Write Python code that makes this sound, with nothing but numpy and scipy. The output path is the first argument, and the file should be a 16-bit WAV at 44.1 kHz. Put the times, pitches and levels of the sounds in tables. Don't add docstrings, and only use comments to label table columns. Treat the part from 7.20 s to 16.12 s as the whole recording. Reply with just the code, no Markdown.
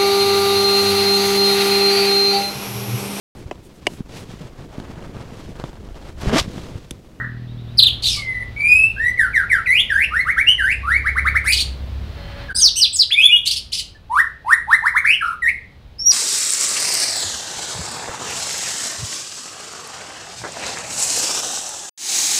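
import sys
import numpy as np
from scipy import signal
from scipy.fft import rfft, irfft, next_fast_len
from scipy.io import wavfile
from scipy.ndimage import uniform_filter1d, map_coordinates

SR = 44100
rng = np.random.default_rng(int(sys.argv[2]) if len(sys.argv) > 2 else 0)


def file_out(sig):
    cols = np.atleast_2d(sig).T
    lim = np.clip(cols, -1, 1)
    pcm = np.round(lim * 32767).astype(np.int16)
    wavfile.write(sys.argv[1], SR, pcm)


N = 393372
TIME = np.arange(N) / SR
U = np.linspace(0, 1, 400)
TOP_HZ = 15750

# frequency in Hz, gain in dB.
BEAK_RESPONSE = [(1900, -23.5), (2900, -29.5), (3800, -28.5), (5000, -30.5), (6300, -34.5), (7700, -33),
                 (8900, -26), (10100, -19), (11400, -33.5), (13600, -29.5), (15500, -43.5)]
# frequency in Hz, time to fall 60 dB in seconds.
PORCH_DECAY = [(1100, 0.29), (1900, 0.38), (4000, 0.33), (8000, 0.26), (15000, 0.22)]
# time in seconds, firing rate in Hz, level in dB.
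ENGINE_COURSE = [(0, 40.86, -22.5), (.5, 40.1, -25), (.8, 37.86, -33.5), (2.6, 35.95, -43.5),
                 (3.2, 29.43, -45.5), (3.7, 32.82, -37.5), (4.15, 34.32, -32.5), (4.5, 32.06, -37),
                 (4.85, 35.2, -31), (5.0, 33.7, -53), (5.3, 32.1, -58), (5.6, 31, -75.5)]
# frequency in Hz, gain in dB.
EXHAUST_RESPONSE = [(30, -46.5), (62, 14.5), (70, 12), (80, -19), (100, 3), (112, 3.5), (123, -2.5),
                    (131, -14), (240, -15.5), (330, -30)]
# time in seconds, level in dB.
STREET_LEVEL = [(0.15, -52), (0.44, -50), (0.68, -46), (3.24, -49), (5.21, -43), (5.66, -56), (8.76, -55)]
# frequency in Hz, density in dB per Hz.
RUMBLE_SPECTRUM = [(20, -8.5), (60, 6), (150, -6), (400, -23.5), (1200, -49)]
# frequency in Hz, density in dB per Hz.
MURMUR_SPECTRUM = [(500, -3), (1000, -9.5), (2000, -13.5), (4000, -13.5), (7000, -31.5), (15000, -52)]
# frequency in Hz, level in dB.
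HORN_PARTIALS = [(565, -42.5), (850, -52), (1420, -69), (1700, -51), (1980, -52), (3100, -51.5),
                 (4250, -52.5)]
# frequency in Hz, density in dB per Hz.
FIZZ_SPECTRUM = [(1500, -26.5), (3000, 13), (5000, 2.5), (9000, 1.5), (12000, -10), (15000, -22)]
# frequency in Hz, density in dB per Hz.
RING_SPECTRUM = [(900, -21.5), (1350, -7), (1950, 5.5), (2250, -50.5)]
# time in seconds, level in dB.
WING_LEVEL = [(4.3, -100), (4.45, -66.5), (4.8, -58.5), (5.0, -44.5), (5.28, -44), (5.4, -100)]
# frequency in Hz, density in dB per Hz.
WING_SPECTRUM = [(200, -7), (1500, 7.0), (4500, -1), (7000, -25.0), (15000, -31.5)]

# start in seconds, length in seconds, top pitch in Hz, end pitch in Hz, level in dB.
SQUEAL_PARTIALS = [(0.573, .013, 5204, 4860, -24), (5.347, 0.064, 5100, 4740, -19),
                   (5.351, .06, 8800, 8370, -19), (5.357, 0.046, 6120, 6620, -27),
                   (5.36, 0.045, 4070, 3760, -30), (5.402, 0.03, 3457, 2933, -29.5),
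                   (5.56, 0.047, 3073, 2890, -22), (5.557, 0.044, 6280, 5660, -17),
                   (5.561, 0.032, 8870, 7890, -20), (5.738, 0.037, 5320, 4840, -28),
                   (5.728, 0.044, 8540, 6500, -19)]
# start in seconds, length in seconds, first and last pitch in Hz, level in dB.
DIVE_NOTES = [(.582, 0.025, 5080, 2570, -3.5), (0.62, 0.027, 4700, 2490, -5),
              (0.655, 0.035, 4200, 2370, -8), (5.412, 0.083, 6810, 2760, -5), (5.608, .055, 5840, 2325, -7),
              (5.787, 0.051, 5660, 2760, -7.5)]
# start in seconds, length in seconds, first and last pitch in Hz, level in dB.
CHURR_VOICES = [(0.823, .105, 4280, 3194, -16), (0.856, 0.16, 6090, 3893, -25)]
# start in seconds, length in seconds,
# first and last pitch in Hz, level in dB, easing, loudest point from 0 to 1.
WHISTLE_NOTES = [ (0.885, .36, 2734, 1976, -24.5, 3.6, 0.96), (0.958, 0.032, 1150, 1183, -37, 0.35, 0.9),
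                 (1.363, .355, 2227, 2692, -9.5, 0.98, 0.45), (1.764, 0.14, 1514, 1984, -12, 3, 1),
                 (3.265, 0.069, 2616, 3134, -5.5, 1.8, 0.3), (5.283, 0.03, 1733, 1547, -21, 0.59, 1),
                 (5.905, .04, 1590, 3554, -10, 5.5, .7), (5.941, .085, 2160, 2706, -9.5, 0.38, .72),
                 (6.005, 0.07, 2690, 3523, -4.5, 2.6, 0.8), (6.071, 0.067, 2248, 2627, -17.5, 0.46, 0.4),
                 (6.11, 0.047, 2834, 2889, -8.5, 1.5, 0.4), (6.154, 0.029, 3050, 3644, -10.5, 1.2, 0.2),
                 (6.748, 0.029, 1760, 1714, -48.5, .3, 0.1)]
# start in seconds, length in seconds, first and last pitch in Hz, level in dB.
DOWNSLUR_NOTES = [(1.973, 0.11, 2213, 1372, -10.5), (2.131, 0.11, 2433, 1371, -11),
                  (2.293, .113, 2513, 1304, -10.5)]
# start in seconds, length in seconds,
# first, bottom and last pitch in Hz, level in dB, lowest point from 0 to 1.
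SCOOP_NOTES = [(2.46, .152, 2620, 1944, 3538, -12.5, 0.13), (2.695, .154, 1983, 1540, 2810, -14, .27),
               (3.38, .152, 2133, 1505, 2742, -15.5, .33), (8.221, 0.075, 2018, 1831, 2343, -13, .38)]
# start in seconds, length in seconds,
# first and last pitch in Hz, level in dB, steepest point from 0 to 1.
UPSWEEP_NOTES = [ (2.908, .11, 1159, 2172, -13.5, 0.37), (3.051, 0.067, 1111, 2257, -13, 0.47),
                 (3.163, 0.054, 1240, 2330, -10.5, 0.29), (3.629, 0.15, 1090, 2337, -13.5, 0.49),
                 (3.841, 0.054, 1092, 2320, -14, 0.35), (3.952, 0.045, 1034, 2300, -12.5, 0.37),
                 (4.044, 0.046, 1030, 2324, -11.5, 0.41), (4.142, 0.036, 1067, 2360, -11, 0.28),
                 (6.896, 0.11, 845, 1937, -6, 0.79), (7.247, 0.094, 787, 2015, -7, 0.62),
                 (7.472, 0.079, 780, 2080, -8, 0.5), (7.622, 0.062, 787, 2056, -8, 0.52),
                 (7.739, 0.045, 886, 2267, -8.5, 0.44), (7.84, 0.028, 1013, 2254, -10.5, 0.11)]
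# start in seconds, length in seconds,
# first and last pitch in Hz, level in dB, easing, loudest point from 0 to 1.
REEDY_RISE_NOTES = [(4.242, .095, 1134, 2622, -12.5, 3.2, 0.6)]
# start in seconds, length in seconds,
# top pitch in Hz, level in dB, highest point from 0 to 1.
CHACK_NOTES = [(4.318, .045, 4936, -11, .2), (4.358, 0.051, 4870, -17.5, 0.2),
               (4.382, .045, 4785, -11, .65), (6.253, 0.034, 4815, -8, 1), (6.292, 0.053, 5920, -12, 0.7),
               (6.355, 0.032, 5486, -13.5, 0.6), (6.519, 0.047, 5940, -15.5, .55),
               (6.566, 0.055, 5750, -19, 0)]
# start in seconds, length in seconds, first and last pitch in Hz,
# level in dB, easing, warble rate in Hz, warble depth as a share of pitch.
WARBLE_NOTES = [(7.867, .085, 2130, 3003, -11, 0.38, 107.7, .055),
                (8.009, .135, 1682, 1322, -20, 9, 40.9, 0.07)]
# time in seconds, pitch in Hz, level in dB.
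PIERCING_WHISTLE = [(8.785, 5050, -38), (8.798, 5420, -24), (8.855, 5600, -23), (8.863, 5660, -9),
                    (8.902, 5760, -9), (8.925, 4100, -10)]

MELLOW_HZ, MELLOW_DB_PER_OCT = 1887, 12.5
HARSH_HZ, HARSH_DB_PER_OCT = 4480, 27.5
SQUEAL_FROM, SQUEAL_TOP = .88, 0.37
PLUNGE = .3
SCOOP_CURVE = 1.6
SCOOP_WARBLE_HZ, SCOOP_WARBLE = 111.45, 0.072
S_CURVE, KNEE_WIDTH = 0.48, .2
CHACK_FOOT_HZ = 2690
DROPOUT_S, DROPOUT_LENGTH_S, DROPOUT_DB = 5.337, .016, -18
CEILING = .96


def amp(db):
    return 10 ** (np.asarray(db) / 20)


def unit(x):
    return x / np.sqrt(np.mean(x ** 2) + 1e-20)


def along(points, hz):
    f, v = np.transpose(points)
    return np.interp(np.log(hz + 1), np.log(f), v)


def curves(rows, t=TIME):
    s, *cols = np.transpose(rows)
    return [np.interp(t, np.sort(s), c) for c in cols]


def wobble(rate):
    knots = rng.standard_normal(int(N * rate / SR) + 4)
    return map_coordinates(knots, [TIME * rate])


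def filtered(x, response):
    m = next_fast_len(N + SR // 2)
    spectrum = rfft(x, m) * response(np.fft.rfftfreq(m, 1 / SR))
    return irfft(spectrum, m)[:N]


def noise(spectrum):
    white = rng.standard_normal(N)
    return unit(filtered(white, lambda hz: amp(along(spectrum, hz))))


def lingering_ring(t60=0.41):
    return amp(-23 - 60 * TIME / t60) * noise(RING_SPECTRUM)


def engine(count=10):
    hz, db = curves(ENGINE_COURSE)
    phase = 2 * np.pi * np.cumsum(hz * (1 + 0.017 * wobble(13))) / SR
    orders = sum(amp(along(EXHAUST_RESPONSE, k * hz)) * np.sin(k * phase) for k in range(1, count + 1))
    return amp(db - 3.0 + 0.5 * wobble(6.9)) * orders


def street():
    db, = curves(STREET_LEVEL)
    rumble = amp(db + 11 + wobble(5.2)) * noise(RUMBLE_SPECTRUM)
    murmur = amp(db + 1.5) * noise(MURMUR_SPECTRUM)
    return rumble + murmur


def syrinx(notes, jitter, jitter_rate, flutter_db, slope_db, flicker_db=4, edge=0.0019, count=9):
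    tone, overtones, strain = np.zeros((3, N))
    waver, flutter = wobble(jitter_rate), wobble(jitter_rate)
    for points in notes:
        start, end = points[0][0], points[-1][0]
        span = slice(max(0, int((start - edge) * SR)), int((end + edge) * SR))
        t = TIME[span]
        hz, db = curves(points, t)
        glide = uniform_filter1d(np.abs(np.gradient(np.log2(hz), t)), size=900)
        rough = np.clip(glide / 10, .65, 1)
        hz = hz * (1 + jitter * rough * waver[span])
        phase = 2 * np.pi * np.cumsum(hz) / SR
        from_edge = np.minimum(t - start, end - t) + edge
        gate = np.sin(np.pi / 2 * np.clip(from_edge / (2 * edge), 0, 1)) ** 2
        size = gate * amp(db + flutter_db * flutter[span])
        strain[span] += size * rough
        tone[span] += size * np.sin(phase)
        flicker = rng.standard_normal((count + 1, 64))
        for k in range(2, count + 1):
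            uneven = flicker_db * np.interp((t - start) * 110, np.arange(flicker.shape[1]), flicker[k])
            effort = .3 * (db + 12)
            gain_db = along(BEAK_RESPONSE, k * hz) - slope_db * np.log2(k / 2) + effort + uneven
            overtones[span] += (k * hz < TOP_HZ) * size * amp(gain_db) * np.sin(k * phase)
    return tone, overtones, strain


def far_chirps(starts=(.275, .375, .475)):
    chirps = [[(s, 3300, -56), (s + .015, 3720, -49), (s + .05, 3950, -56)] for s in starts]
    return syrinx(chirps, jitter=.01, jitter_rate=500, flutter_db=1, slope_db=10, count=1)[0]


def porch(x, early_db, early_time, tail_db, count=24):
    out, step = np.zeros(N + 2 * SR), SR // 4
    for first in range(-step, N, step):
        hz, t, z = signal.stft(rng.standard_normal(SR // 2), SR, nperseg=256)
        decay = amp(-60 * t / along(PORCH_DECAY, hz)[:, None])
        tail = signal.istft(z * decay, SR, nperseg=256)[1]
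        tail *= 1 - np.exp(-TIME[:len(tail)] / 0.0084)
        delay = .002 + early_time * (np.arange(count) + rng.random(count)) / count
        strength = rng.choice([-1, 1], count) * np.exp(-delay / early_time)
        walls = np.bincount((delay * SR).astype(int), strength, len(tail))
        early = amp(early_db) * walls / np.linalg.norm(walls)
        answer = early + amp(tail_db) * tail / np.linalg.norm(tail)
        at = np.arange(max(first, 0), min(first + 2 * step, N))
        window = np.sin(np.pi * (at - first) / (2 * step))
        echo = signal.fftconvolve(x[at] * window, answer)
        out[at[0]:at[0] + len(echo)] += echo
    return out[:N]


def note(start, length, hz, db):
    return np.column_stack([start + length * U, hz, db])


def sing(*kinds):
    return [rule(*row) for rule, table in kinds for row in table]


def bend(from_hz, to_hz, path):
    return from_hz * (to_hz / from_hz) ** ((path - path[0]) / (path[-1] - path[0]))


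def away(point):
    point = np.clip(point, .05, .95)
    return np.maximum((point - U) / point, (U - point) / (1 - point))


def swell(crest, onset_db, release_db):
    return -np.where(U < crest, onset_db, release_db) * away(crest) ** 2


def fade(release_db):
    return -release_db * U ** 4


def tremble(length, rate_hz, depth):
    return 1 + depth * np.sin(2 * np.pi * rate_hz * length * U)


def throat(hz, tuned_hz, db_per_oct):
    return -db_per_oct * np.abs(np.log2(hz / tuned_hz))


def squeal(start, length, top_hz, to_hz, db, onset_db=8):
    ratio = np.where(U < SQUEAL_TOP, SQUEAL_FROM, to_hz / top_hz)
    hz = top_hz * ratio ** (away(SQUEAL_TOP) ** 1.4)
    return note(start, length, hz, db - onset_db * (1 - U) ** 3)


def dive(start, length, from_hz, to_hz, db):
    hz = bend(from_hz, to_hz, U + PLUNGE * U ** 12)
    return note(start, length, hz, db + swell(0.37, onset_db=11, release_db=18.5))


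def whistle(start, length, from_hz, to_hz, db, easing, crest):
    hz = bend(from_hz, to_hz, -np.exp(-easing * U))
    return note(start, length, hz, db + swell(crest, onset_db=19.5, release_db=16))


def downslur(start, length, from_hz, to_hz, db, easing=1.3):
    hz = bend(from_hz, to_hz, -np.exp(-easing * U))
    effort = swell(0.27, onset_db=16.5, release_db=10)
    return note(start, length, hz, db + throat(hz, MELLOW_HZ, MELLOW_DB_PER_OCT) + effort)


def scoop(start, length, from_hz, bottom_hz, to_hz, db, turn, onset_db=13, attack_s=0.0071):
    outer_hz = np.where(U < turn, from_hz, to_hz)
    hz = bottom_hz * (outer_hz / bottom_hz) ** (away(turn) ** SCOOP_CURVE)
    hz = hz * tremble(length, SCOOP_WARBLE_HZ, SCOOP_WARBLE * U ** 2)
    attack = -onset_db * np.exp(-length * U / attack_s)
    return note(start, length, hz, db + swell(1.0, onset_db=0.5, release_db=12.5) + attack)


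def upsweep(start, length, from_hz, to_hz, db, knee):
    steep = np.tanh((U - knee) / KNEE_WIDTH) / 2
    hz = bend(from_hz, to_hz, (1 - S_CURVE) * U + S_CURVE * steep)
    effort = swell(0.39, onset_db=14.5, release_db=0.0)
    return note(start, length, hz, db + throat(hz, MELLOW_HZ, MELLOW_DB_PER_OCT) + effort)


def chack(start, length, top_hz, db, turn):
    hz = top_hz * (CHACK_FOOT_HZ / top_hz) ** (away(turn) ** 1.3)
    return note(start, length, hz, db + throat(hz, HARSH_HZ, HARSH_DB_PER_OCT) + fade(release_db=17))


def warble(start, length, from_hz, to_hz, db, easing, rate_hz, depth):
    hz = bend(from_hz, to_hz, -np.exp(-easing * U)) * tremble(length, rate_hz, depth)
    return note(start, length, hz, db + fade(release_db=6.5))


def shama():
    slurs = sing((upsweep, UPSWEEP_NOTES), (downslur, DOWNSLUR_NOTES), (warble, WARBLE_NOTES),
                 (scoop, SCOOP_NOTES), (dive, DIVE_NOTES))
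    swept = syrinx(slurs, jitter=.007, jitter_rate=380, flutter_db=2.2, slope_db=6.5, flicker_db=5.5, count=10)
    whistles = sing((whistle, WHISTLE_NOTES)) + [PIERCING_WHISTLE]
    held = syrinx(whistles, jitter=.01, jitter_rate=380, flutter_db=2.2, slope_db=9, flicker_db=6.5, count=6)
    pure, sheen, pure_strain = np.add(swept, held)

    reedy = sing((squeal, SQUEAL_PARTIALS), (whistle, REEDY_RISE_NOTES))
    reed, twang, _ = syrinx(reedy, jitter=.03, jitter_rate=800, flutter_db=2.5, slope_db=4)

    chacks = syrinx(sing((chack, CHACK_NOTES)), jitter=.03, jitter_rate=450, flutter_db=2.5, slope_db=5)
    churr = syrinx(sing((dive, CHURR_VOICES)), jitter=.12, jitter_rate=900, flutter_db=4, slope_db=5)
    harsh, buzz, harsh_strain = np.add(chacks, churr)

    air = amp(-34.5) * pure_strain * noise(BEAK_RESPONSE)
    fizz = harsh_strain ** .75 * amp(4 * wobble(300)) * noise(FIZZ_SPECTRUM)
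    tones = amp(0.5) * pure + reed + harsh
    treble = amp(-0.7) * sheen + air + amp(15.5) * twang + amp(7.5) * buzz + amp(-13) * fizz
    return tones, treble


def wings():
    db, = curves(WING_LEVEL)
    return amp(db + 1.8 * wobble(36)) * noise(WING_SPECTRUM)


def horn(start=4.965, end=5.28):
    gate = np.clip(np.minimum(TIME - start, end - TIME) / 0.0074, 0, 1)
    blast = np.zeros(N)
    for hz, db in HORN_PARTIALS:
        level = amp(db + 1.55 * wobble(21))
        blast += level * np.sin(2 * np.pi * hz * TIME + 0.39 * wobble(45))
    return gate * blast


def scene():
    tones, bright = shama()
    tones = tones + far_chirps()
    song = tones + porch(tones, early_db=-3, early_time=.025, tail_db=-8)
    treble = amp(-2) * bright + porch(bright, early_db=-1, early_time=0.018, tail_db=-7)
    return (song + treble + wings() + lingering_ring() + engine() + horn() + street())[None]


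def record(dry):
    dip_db = DROPOUT_DB * np.exp(-(2 * (TIME - DROPOUT_S) / DROPOUT_LENGTH_S) ** 4)
    x = dry[0] * amp(dip_db)
    rounded = x / (1 + np.abs(x / CEILING) ** 8) ** (1 / 8)
    return filtered(rounded, lambda hz: hz < TOP_HZ)[None]


dry = scene()
out = record(dry)
file_out(out)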